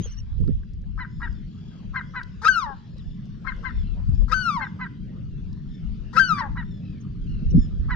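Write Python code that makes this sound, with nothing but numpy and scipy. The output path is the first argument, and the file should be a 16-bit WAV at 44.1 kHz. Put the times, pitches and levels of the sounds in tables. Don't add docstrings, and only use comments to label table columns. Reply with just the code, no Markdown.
import sys
import numpy as np
from scipy import signal
from scipy.fft import rfft, irfft, next_fast_len
from scipy.io import wavfile
from scipy.ndimage import uniform_filter1d, map_coordinates

SR = 44100
rng = np.random.default_rng(int(sys.argv[2]) if len(sys.argv) > 2 else 0)


def ratio(d):
    e = np.asarray(d, float) / 20
    return 10 ** e


def master_out(mix):
    frames = np.transpose(np.atleast_2d(mix))
    ceiling = np.clip(frames, -1, 1)
    pcm = np.round(ceiling * 32767).astype(np.int16)
    wavfile.write(sys.argv[1], SR, pcm)


N = 350696
PORTS = np.array([[0.5], [-0.5]])


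def unit(x):
    return x / np.sqrt(np.mean(x ** 2) + 1e-20)


def along(points, hz):
    f, v = np.transpose(points)
    return np.interp(np.log(hz + 1), np.log(f + 1), v)


def curves(rows, t):
    s, *columns = np.transpose(rows)
    return [np.interp(t, s, column) for column in columns]


def wobble(rate, size=N):
    knots = rng.standard_normal(int(size * rate / SR) + 4)
    return map_coordinates(knots, [np.arange(size) * rate / SR])


def filtered(x, response):
    m = next_fast_len(x.shape[-1] + 8192)
    return irfft(rfft(x, m) * response(np.fft.rfftfreq(m, 1 / SR)), m)[..., :x.shape[-1]]


def above(hz):
    return lambda f: 1 / (1 + (hz / (f + 1)) ** 8)


def turned(pair, angles):
    return filtered(pair, lambda f: np.exp(1j * along(angles, f) * PORTS))


def add(track, s, sound):
    part = track[round(s * SR):][:len(sound)]
    part += sound[:len(part)]


def stack(hz, tones_db):
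    turn = 2 * np.pi * np.cumsum(hz) / SR
    return np.sqrt(2) * sum(ratio(db) * np.sin((k + 1) * turn) for k, db in enumerate(tones_db))


def rush(spectrum, alike, patchy_db):
    z = signal.stft(rng.standard_normal((2, N)), nperseg=512)[2]
    field = uniform_filter1d(rng.standard_normal(z.shape[1:]), 5, axis=0)
    field = uniform_filter1d(field, 12, axis=1)
    pair = signal.istft(z * ratio(patchy_db * unit(field)), nperseg=512)[1][:, :N]
    mid, side = filtered(pair, lambda hz: ratio(along(spectrum, hz)))
    turn = np.arccos(np.clip(alike, 0, 1)) / 2
    mid, side = np.cos(turn) * mid, np.sin(turn) * side
    return unit(np.array([mid + side, mid - side]))


def puffs(rows, rise_db_s, fall_db_s):
    t = np.arange(N) / SR
    gain = 0
    for s, db, lean_db in rows:
        away_db = np.maximum(rise_db_s * (s - t), fall_db_s * (t - s))
        gain = gain + ratio(db + lean_db * PORTS - away_db)
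    return gain


def wind():
    # time in seconds, breeze in dB
    breeze_rows = [(0, -38.5), (.6, -39.5), (1.3, -39.5), (1.8, -49.5), (2.5, -41), (2.75, -49),
                   (3.3, -46.5), (3.7, -41.5), (3.95, -29), (4.35, -33.5), (4.52, -51), (5.4, -36),
                   (5.85, -38), (6.4, -46), (6.75, -43), (7.1, -42.5), (7.5, -37.5), (7.95, -30.5)]
    # time in seconds, peak in dB, left minus right in dB
    puff_rows = [(.42, -24, -12.5), (.51, -36, -8), (1.35, -37.5, 12), (1.92, -36.5, 10.5), (2.3, -41, 0.5),
                 (2.41, -39, 12.5), (3.06, -39, -2.5), (3.48, -40, 6.5), (3.78, -31.5, 5),
                 (4.12, -23.5, 13.5), (5.93, -35.5, 14), (6.55, -31, 2), (7.2, -38.5, -2.5),
                 (7.37, -31.5, -8), (7.59, -20.5, -5), (7.84, -33.5, -24)]
    # time in seconds, peak in dB, left minus right in dB
    gust_rows = [
        (.006, -20.5, 5),
        (.418, -24, -17),
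        (.496, -23.5, -25),
        (4.104, -39, 5),
        (7.538, -26, -7.5),
        (7.565, -11.5, 1),
    ]
    # frequency in Hz, density in dB per Hz
    buffet_spectrum = [(8.8, -34), (15, -1.5), (37, 8), (95, -1), (164, -20), (236, -28), (300, -32.5),
                       (390, -71), (660, -120)]
    flutter_spectrum = [(53, -32.5), (90, 0), (156, 6.5), (236, -6.5), (367, -18.5), (505, -24), (900, -74),
                        (1170, -91), (1980, -120)]
    breeze_lean_db = 5.5
    breeze_db, = curves(breeze_rows, np.arange(N) / SR)
    push = ratio(breeze_db + breeze_lean_db * PORTS) + puffs(puff_rows, rise_db_s=151, fall_db_s=146)
    lumps = ratio(0.64 * np.array([wobble(40), wobble(18)]))
    buffet = ratio(3.5) * push * unit(lumps * rush(buffet_spectrum, 0.02, patchy_db=3.0))
    gusts = puffs(gust_rows, rise_db_s=511, fall_db_s=701)
    return buffet + ratio(0.5) * gusts * rush(flutter_spectrum, 0.3, patchy_db=1.0)


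def ship_drone():
    # time in seconds, level in dB
    approach = [(0, -49), (.93, -42), (1.57, -37.5), (2.45, -46), (3.2, -40.5), (4.2, -40), (4.5, -36),
                (5.3, -38.5), (7.95, -34)]
    # frequency in Hz, density in dB per Hz
    spectrum = [(53, -46.5), (90, -3), (182, 1.5), (225, -3.5), (258, -13.5), (285, -13), (364, -24),
                (392, -21.5), (800, -72), (1040, -86), (1760, -120)]
    # frequency in Hz, lead of the left port in radians
    angles = [(100, .3), (200, .8), (350, 1.4)]
    level_db, = curves(approach, np.arange(N) / SR)
    level_db = level_db + 1.5 + 0.3 * wobble(35) + 0.21 * wobble(3.3)
    return ratio(level_db) * turned(rush(spectrum, 1.0, patchy_db=1.0), angles)


def murmur_and_wash():
    # time in seconds, stir in dB
    bustle = [(0, -57.5), (.25, -70), (.93, -75), (1.2, -69), (2.5, -65.5), (3.2, -70), (3.67, -63),
              (4.18, -69.5), (4.47, -68), (4.7, -67.5), (5.3, -70.5), (6.3, -64.5), (6.64, -69.5),
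              (7.95, -67)]
    # frequency in Hz, density in dB per Hz
    murmur_spectrum = [(1300, -38), (1900, -12), (2950, -5), (3550, -7.5), (5300, -12.5), (6400, -20),
                       (7400, -26), (8300, -36.5), (16000, -68.5)]
    wash_spectrum = [(290, -2.5), (500, -3), (802, -11.5), (1200, -8), (1750, -9.5), (2400, -22.5),
                     (3120, -45.5), (5280, -120)]
    mean_wash_db, follows = -60, 0.9
    stir_db, = curves(bustle, np.arange(N) / SR)
    murmur = ratio(stir_db + np.array([[4], [-1.5]])) * rush(murmur_spectrum, 0.4, patchy_db=3.3)
    wash_db = mean_wash_db + follows * (stir_db - stir_db.mean()) + 0.5 * wobble(6.3)
    return murmur + ratio(wash_db) * rush(wash_spectrum, 0.29, patchy_db=5.5)


def taps():
    # time in seconds, peak in dB, frequency in Hz
    hull_knocks = [(0.439, -58, 996), (0.4773, -46, 1360), (0.632, -54.5, 1610), (0.839, -59.5, 1700),
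                   (2.911, -65, 1080), (2.96, -49, 510), (4.2182, -50, 1054)]
    dull_thuds = [
        (0.057, -41, 460),
        (2.7, -44, 417),
        (4.22, -45, 530),
    ]
    drips = [(0.4057, -69, 4740), (0.4761, -49.5, 4530), (0.7342, -51.5, 5100), (0.817, -55.5, 4540),
             (1.3272, -49, 4800), (2.2323, -36, 4230), (2.9812, -48, 5000), (3.255, -53, 4970),
             (3.5633, -55, 5310), (4.148, -51, 4800), (5.3946, -72, 4360), (5.5288, -47, 4600)]
    cloth = [(0.0014, -84, 8030), (0.1161, -74, 9240), (0.396, -72.5, 8000), (0.4044, -68, 8000),
             (0.4144, -79, 8000), (0.4199, -69, 8140), (0.4489, -69.5, 9670), (0.4894, -73, 8010),
             (4.0682, -76.5, 9390), (4.0954, -64, 8100), (4.1849, -79, 8000)]
    slaps = [
        (4.088, -4.5, 121),
        (7.576, 0, 231),
    ]
    # rows, decay by 60 dB in seconds, ring share, crack share, rise in seconds
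    kinds = ((hull_knocks, 0.03, 0.9, 0.3, 0.0015),
             (dull_thuds, 0.05, 0.9, 0.2, 0.0015),
             (drips, 0.016, 0.1, 0.45, 0.0015),
             (cloth, 0.02, 0, 0.8, 0.001),
             (slaps, 0.035, 0.9, 0, 0.005))
    out, t = np.zeros(N), np.arange(2500) / SR
    for rows, t60, ring, crack, rise_s in kinds:
        rise = (1 - np.exp(-(t / rise_s) ** 1.9)) ** 2
        for s, db, hz in rows:
            band = lambda f: (f * hz / (hz * hz - f * f + 0.6j * f * hz)) ** 3
            grit = unit(filtered(rng.standard_normal(len(t)), band))
            body = ring * np.sin(2 * np.pi * hz * t) + crack * grit
            add(out, max(0, s - 0.001), ratio(db + 8.0 - 60 * t / t60) * rise * body)
    return out * ratio([[1], [-1]])


def colony():
    # start in seconds, length in seconds, pitch in Hz, final fall share, level in dB
    light_trills = [(0.232, 0.48, 1720, .03, -67.5), (1.327, 0.11, 1800, 0.11, -63.5),
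                    (2.02, 0.094, 1680, 0.014, -60.5), (2.995, 0.25, 1750, 0.043, -67.5),
                    (3.701, 0.14, 1823, 0.094, -59), (3.844, 0.12, 1385, 0.12, -59.5),
                    (4.618, 0.095, 1816, 0.082, -60), (4.991, 0.077, 1600, 0.012, -65.5),
                    (5.049, 0.45, 1517, 0.29, -69), (5.688, 0.12, 1772, 0.028, -58),
                    (6.626, 0.19, 1810, 0.09, -60), (7.0, 0.1, 1560, 0.19, -78),
                    (7.717, 0.1, 1670, 0.14, -67)]
    bright_calls = [(0.951, 0.067, 1730, 0.012, -68), (1.077, 0.27, 1760, 0.061, -66.5),
                    (2.7, 0.47, 1690, 0.01, -69), (4.126, 0.11, 1703, 0.016, -62),
                    (7.567, 0.1, 1790, 0.062, -55.5)]
    chatter = [(1.484, .4, 1697, 0.11, -61), (6.808, 0.19, 1320, 0.19, -61.5),
               (7.197, 0.1, 1647, 0.16, -64.5), (7.273, 0.14, 1435, 0.12, -56),
               (7.393, 0.11, 1354, 0.025, -61)]
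    # overtones 1-4 in dB, trill depth 0-1, beats a second, slide share
    kinds = [
        ([-10, -2, -8, -21], .6, 33, .004),
        ([-9, -8, -2, -13], .45, 33, .004),
        ([-11, -1, -7, -14], .9, 40, .03),
    ]
    named = [(*row, *kind) for rows, kind in zip((light_trills, bright_calls, chatter), kinds) for row in rows]
    crowd = [(7.8 * a, 0.08 + 0.2 * b, 1250 + 700 * c, 0.25 * d, -79 + 6 * e, *kinds[0])
             for a, b, c, d, e in rng.random((40, 5))]
    out = np.zeros((2, N))
    for s, length, hz, fall, db, tones_db, trill, rate, slide in named + crowd:
        t = np.arange(0, length, 1 / SR)
        u = t / length
        turn = 2 * np.pi * rate * t + 0.53 * wobble(4.1, size=len(t))
        beat = np.cos(turn)
        bend = -0.05 * (1 - u) ** 6 - fall * u ** 2.5
        shake = 0.012 * beat - slide * np.sin(turn) + 0.006 * wobble(40, size=len(t))
        hoarse = 1 + 0.25 * wobble(200, size=len(t))
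        chop_db = 14 * trill * ((1 - beat) / 2) ** 3
        level = ratio(db + 2 * wobble(25, size=len(t)) - chop_db) * np.sin(np.pi * u) ** 0.35
        tone = level * hoarse * stack(hz * (1 + bend + shake), tones_db)
        add(out[0], s, ratio(-0.5) * tone)
        add(out[1], s + 0.00006 * rng.random(), ratio(-4.5) * tone)
    t = np.arange(SR // 3) / SR
    smear = rng.standard_normal((2, len(t))) * ratio(-60 * t / 0.35)
    smear /= np.linalg.norm(smear[0])
    return out + ratio(-9) * signal.fftconvolve(out, smear, axes=1)[:, :N]


def chick():
    # start in seconds, length in seconds, first pitch in Hz, last pitch in Hz, level in dB
    peeps = [
        (0, 0.09, 3080, 2850, -49.5),
        (0.091, 0.063, 2720, 2720, -53),
        (0.164, 0.051, 2680, 2640, -51.5),
        (2.958, 0.072, 2050, 1403, -60.5),
        (7.001, 0.028, 3090, 2640, -63.5),
        (7.499, 0.024, 2810, 2460, -57.5),
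    ]
    arch, arch_at, arch_width = 0.15, 0.53, 0.22
    out = np.zeros(N)
    for s, length, first_hz, last_hz, db in peeps:
        u = np.linspace(0, 1, round(length * SR))
        bulge = np.exp(-np.abs((u - arch_at) / arch_width) ** 0.92)
        hz = (first_hz + u * (last_hz - first_hz)) * (1 + arch * bulge)
        hoarse = 1 + 0.41 * wobble(400, size=len(u))
        level = ratio(db - 9.3 * (1.0 - bulge)) * np.sin(np.pi * u) ** 0.5
        add(out, s, level * hoarse * stack(hz, [-9, 0, -33]))
    return out


def rasp(size, rate_hz, scatter, breath, hiss_db, rise=0, sink=0):
    # frequency in Hz, width in Hz, level in dB
    resonances = [(1050, 450, -9), (1550, 420, 0), (2300, 600, -16)]

    def throat(f):
        return sum((-1) ** k * ratio(db) * 1j * f * w / (c * c - f * f + 1j * f * w)
                   for k, (c, w, db) in enumerate(resonances))

    count = np.cumsum(rate_hz * (1 + scatter * wobble(300, size=size))) / SR
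    pulses = np.diff(np.floor(count), prepend=0) * ratio(2.5 * rng.standard_normal(size))
    drive = unit(pulses) + breath * rng.standard_normal(size)
    tunings = lambda f: np.array([throat(f / 0.8), throat(f)]) ** 2 * above(600)(f)
    low, high = unit(filtered(drive, tunings))
    hiss = unit(filtered(drive, lambda f: (f * 3200 / (4700 ** 2 - f * f + 1j * f * 3200)) ** 3))
    clock = np.arange(size) / SR
    opening = np.clip(1 - rise + clock / 0.036, 0, 1)
    closing = np.clip(1 - sink + clock[::-1] / 0.067, 0, 1)
    share = opening * closing
    return (1 - share) * low + share * high + ratio(hiss_db) * hiss


def yaps():
    # start in seconds, rasp in seconds, pitch in Hz, level in dB, half-pitch share 0-1
    yap_rows = [(0.97, .034, 1010, -30.5, 0.2), (1.196, 0.033, 966, -29.5, 0.3),
                (1.931, 0.034, 1041, -26, 0.3), (2.133, 0.028, 1015, -28.5, 0.83),
                (3.441, 0.037, 1058, -27, 0.38), (3.626, .03, 1033, -27, 0.3),
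                (4.586, 0.032, 1054, -28, 0.5), (4.785, 0.026, 1023, -31.5, 0.6),
                (6.356, 0.032, 1003, -28.5, 0.5), (6.548, 0.03, 982, -32.5, 0.15),
                (7.881, .034, 1001, -29, 0.3)]
    tones_db = [-5, 0.5, -21.5, -19, -36, -45, -50.5]
    half_tones_db = [-25.5, -69.5, 3.5, -69.5, -14, -67.5, -32.5]
    yap_s, tail_s = 0.066, 0.024
    out = np.zeros(N)
    for s, lead, hz, db, half in yap_rows:
        t = np.arange(0, yap_s + tail_s, 1 / SR)
        u = (t - lead) / (yap_s - lead)
        pitch = hz * (1 - 0.15 * (u - 0.25) ** 2) * (1 + 0.004 * wobble(120, size=len(t)))
        tone = stack(pitch, tones_db) + half * stack(pitch / 2, half_tones_db)
        note_db = np.interp(u, [-0.3, 0.05, 0.5, 1.05, 1.35], [-40, -1, 0, -7, -40])
        rough_s = [0, 0.01, lead - 0.004, lead + 0.008, yap_s + 0.002, t[-1] - 0.008, t[-1] - 0.004, t[-1]]
        rough_db = np.interp(t, rough_s, [-34, -15, -2, -22, -22, -13, -16, -36])
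        rough = rasp(len(t), 250 + 900 * t, scatter=0.12, breath=0.51, hiss_db=-34.0, rise=1.06, sink=0.13)
        add(out, s, ratio(db - 8.5 + note_db) * tone + ratio(db + 1.5 + rough_db) * rough)
    return filtered(out, lambda f: 1 / (1 + (f / 6500) ** 6))


def runups():
    # start in seconds, length in seconds, pulse rate in Hz, level in dB
    runup_rows = [
        (2.415, 0.042, 463.7, -29),
        (4.279, 0.051, 502, -33.5),
        (6.128, 0.047, 501, -30.5),
    ]
    out = np.zeros(N)
    for s, length, hz, db in runup_rows:
        u = np.linspace(0, 1, round(length * SR))
        pitch = hz * (0.9 + 0.15 * u)
        voice = rasp(len(u), pitch, scatter=0.06, breath=0.7, hiss_db=-18, rise=1)
        voice = voice + u * stack(pitch, [-10, -7, -2, -8])
        fade = np.minimum(1, 14 * u) * np.minimum(1, 9 * (1 - u))
        add(out, s, ratio(db - 11 * (1 - u)) * fade * voice)
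    return out


def sung_note(out, rows, over, open_db, harsh):
    # frequency in Hz, level in dB under the fundamental
    beak_tones = [(1500, -9), (3000, -19.5), (4600, -17.5), (6200, -24), (7200, -40.5), (9000, -39),
                  (12000, -49.5), (15500, -64.5)]
    attack_s, attack_db, release_s, release_db = 0.009, 18.5, 0.021, 35.5
    beak_hz, beak_level_db, beak_db_per_oct = 1596, -22.5, 27.5
    shut_hz, shut_db_per_hz = 900, 6
    beak_tilt, harsh_dulls_db = 0.0049, 5
    patchy_db = 3
    break_hz, break_span_hz, growl_top, attack_growl = 935.4, 50.3, 0.74, 0.81
    growl_takes = 0.5
    crack_s, crack_db = 0.014, -12

    first_s, last_s = rows[0][0], rows[-1][0]
    t = np.arange(first_s - attack_s, last_s + release_s, 1 / SR)
    size = len(t)
    early = np.clip((first_s - t) / attack_s, 0, 1)
    late = np.clip((t - last_s) / release_s, 0, 1)
    hz, db = curves(rows, t)
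    growl = np.maximum(attack_growl * early, np.clip((break_hz - hz) / break_span_hz, 0, growl_top))
    hz = uniform_filter1d(hz * (1 + over * early), 300, mode="nearest") * (1 + 0.002 * wobble(90, size=size))

    sink_db = beak_db_per_oct * np.log2(hz / beak_hz)
    shut_db = shut_db_per_hz * np.maximum(0, shut_hz - hz)
    beak_db = np.minimum(0, beak_level_db + open_db + sink_db - shut_db - db)
    tilt_db = beak_tilt * sink_db - harsh_dulls_db * harsh
    over_db = [along(beak_tones, k * hz) + beak_db + patchy_db * wobble(45, size=size) + (k - 4) * tilt_db
               for k in range(2, 16)]
    tone = stack(hz, [0]) + (1 + harsh * wobble(900, size=size)) * stack(hz, [-120] + over_db)

    thirds = stack(hz / 3, [-60.5, -17.5, -59.5, -4, -14, -6, -26]) * (1 + 0.24 * wobble(150, size=size))
    hoarse = 0.15 * rasp(size, hz / 3, scatter=0.056, breath=0.58, hiss_db=-20.0, rise=0.38)
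    clear = (1 - np.clip(growl_takes * growl, 0, 1)) * tone
    broken = np.clip(growl, 0, 1) ** 2 * (thirds + hoarse)
    add(out, t[0], ratio(db - attack_db * early - release_db * late) * (clear + broken))
    crack = rasp(round(crack_s * SR), 500, scatter=0.2, breath=1.1, hiss_db=-10.5)
    add(out, first_s - 0.77 * crack_s, ratio(rows[0][2] + crack_db) * np.hanning(len(crack)) * crack)


def cries():
    # time in seconds, pitch in Hz, level in dB
    cry_tables = [
        [(2.486, 1551, -13.5), (2.514, 1526, -23.5), (2.54, 1464, -24.5), (2.574, 1360, -25),
         (2.612, 1191, -31), (2.638, 1005, -33), (2.664, 902.4, -28.5), (2.672, 860, -34), (2.735, 787, -44)],
        [(4.342, 1532, -25), (4.406, 1510, -27), (4.43, 1465, -28), (4.47, 1379, -25), (4.49, 1316, -26.5),
         (4.505, 1217, -23.5), (4.56, 1095, -33), (4.58, 946, -27.5), (4.64, 812, -41)],
        [(6.198, 1574, -16), (6.225, 1554, -23.5), (6.275, 1475, -30.5), (6.299, 1360, -27), (6.322, 1264, -21),
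         (6.345, 1200, -28.5), (6.404, 1103, -34.5), (6.413, 926, -26.5), (6.47, 802.4, -42.5)],
    ]
    # start in seconds, length in seconds, pitch in Hz, level in dB
    grace_rows = [
        (2.453, 0.02, 1232, -18),
        (4.324, 0.0084, 1235, -18.5),
        (6.172, 0.015, 1280, -16),
    ]
    rise, hook, hook_at, swell_db = 0.035, 0.096, 0.72, 4
    out = np.zeros(N)
    for s, length, hz, db in grace_rows:
        rows = [(s, hz, db - swell_db),
                (s + hook_at * length, hz * (1 + rise), db),
                (s + length, hz * (1 + hook), db)]
        sung_note(out, rows, over=0, open_db=8.5, harsh=0.35)
    for rows in cry_tables:
        sung_note(out, rows, over=0.066, open_db=0, harsh=0.1)
    return filtered(out, above(480)) + runups()


def open_water(x):
    # time in seconds, birds left minus right in dB
    heading = [(0, 0), (1.2, 6.5), (2.2, 5.5), (2.6, 11.5), (3.5, 19), (4.4, 14), (4.8, 1.5), (6.2, 12),
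               (6.6, 3), (7.95, 1.5)]
    # from seconds, left delay in ms, left level in dB,
    # right delay in ms, right level in dB
    bounces = [
        (0, 3.77, -6, 3.06, -4.5),
        (2.35, 3.76, -1.7, 3.06, -4),
        (3.2, 3.78, -2.5, 3.06, 2.5),
        (4.22, 3.79, -3.5, 3.06, -3),
        (5.5, 3.77, -1.3, 3, -15.5),
        (6.52, 3.8, -3.5, 3.06, -6.5),
    ]
    # frequency in Hz, lead of the left port in radians
    angles = [(600, 0.6), (1550, 0.62), (3000, 0.87), (6000, 1.8)]
    dull_hz = 1200
    wall_db, wall_t60_s = -19, 0.4
    lean_db, = curves(heading, np.arange(N) / SR)
    near = np.zeros((2, N))
    ends = [round(row[0] * SR) for row in bounces[1:]] + [N]
    for (s, left_ms, left_db, right_ms, right_db), end in zip(bounces, ends):
        ports = ((left_ms, left_db), (right_ms, right_db))
        path = lambda f: np.array([1 + ratio(db - f / dull_hz) * np.exp(-2j * np.pi * f * ms / 1000)
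                                   for ms, db in ports])
        left, right = filtered(np.pad(x[round(s * SR):end], (0, 400)), path)
        add(near[0], s, left)
        add(near[1], s, right)
    t = np.arange(SR // 2) / SR
    tail = rng.standard_normal((2, len(t))) * ratio(-60 * t / wall_t60_s) * (t > 0.008)
    tail = filtered(tail, lambda f: 1 / (1 + (f / 3000) ** 2))
    wall = signal.fftconvolve(x[None], tail / np.linalg.norm(tail[0]), axes=1)[:, :N]
    level_db = np.array([5 + 0 * lean_db, 6.5 - lean_db])
    return turned(near, angles) * ratio(level_db) + ratio(wall_db) * wall


def scene():
    surroundings = wind() + ship_drone() + murmur_and_wash() + taps() + colony()
    return surroundings + open_water(chick() + yaps() + cries())


def top_cut(x):
    return signal.sosfilt(signal.butter(12, 15300, fs=SR, output="sos"), x)


def record(dry):
    held = dry / (1 + np.abs(dry / 0.93) ** 4) ** (1 / 4)
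    return top_cut(held)


dry = scene()
out = record(dry)
master_out(out)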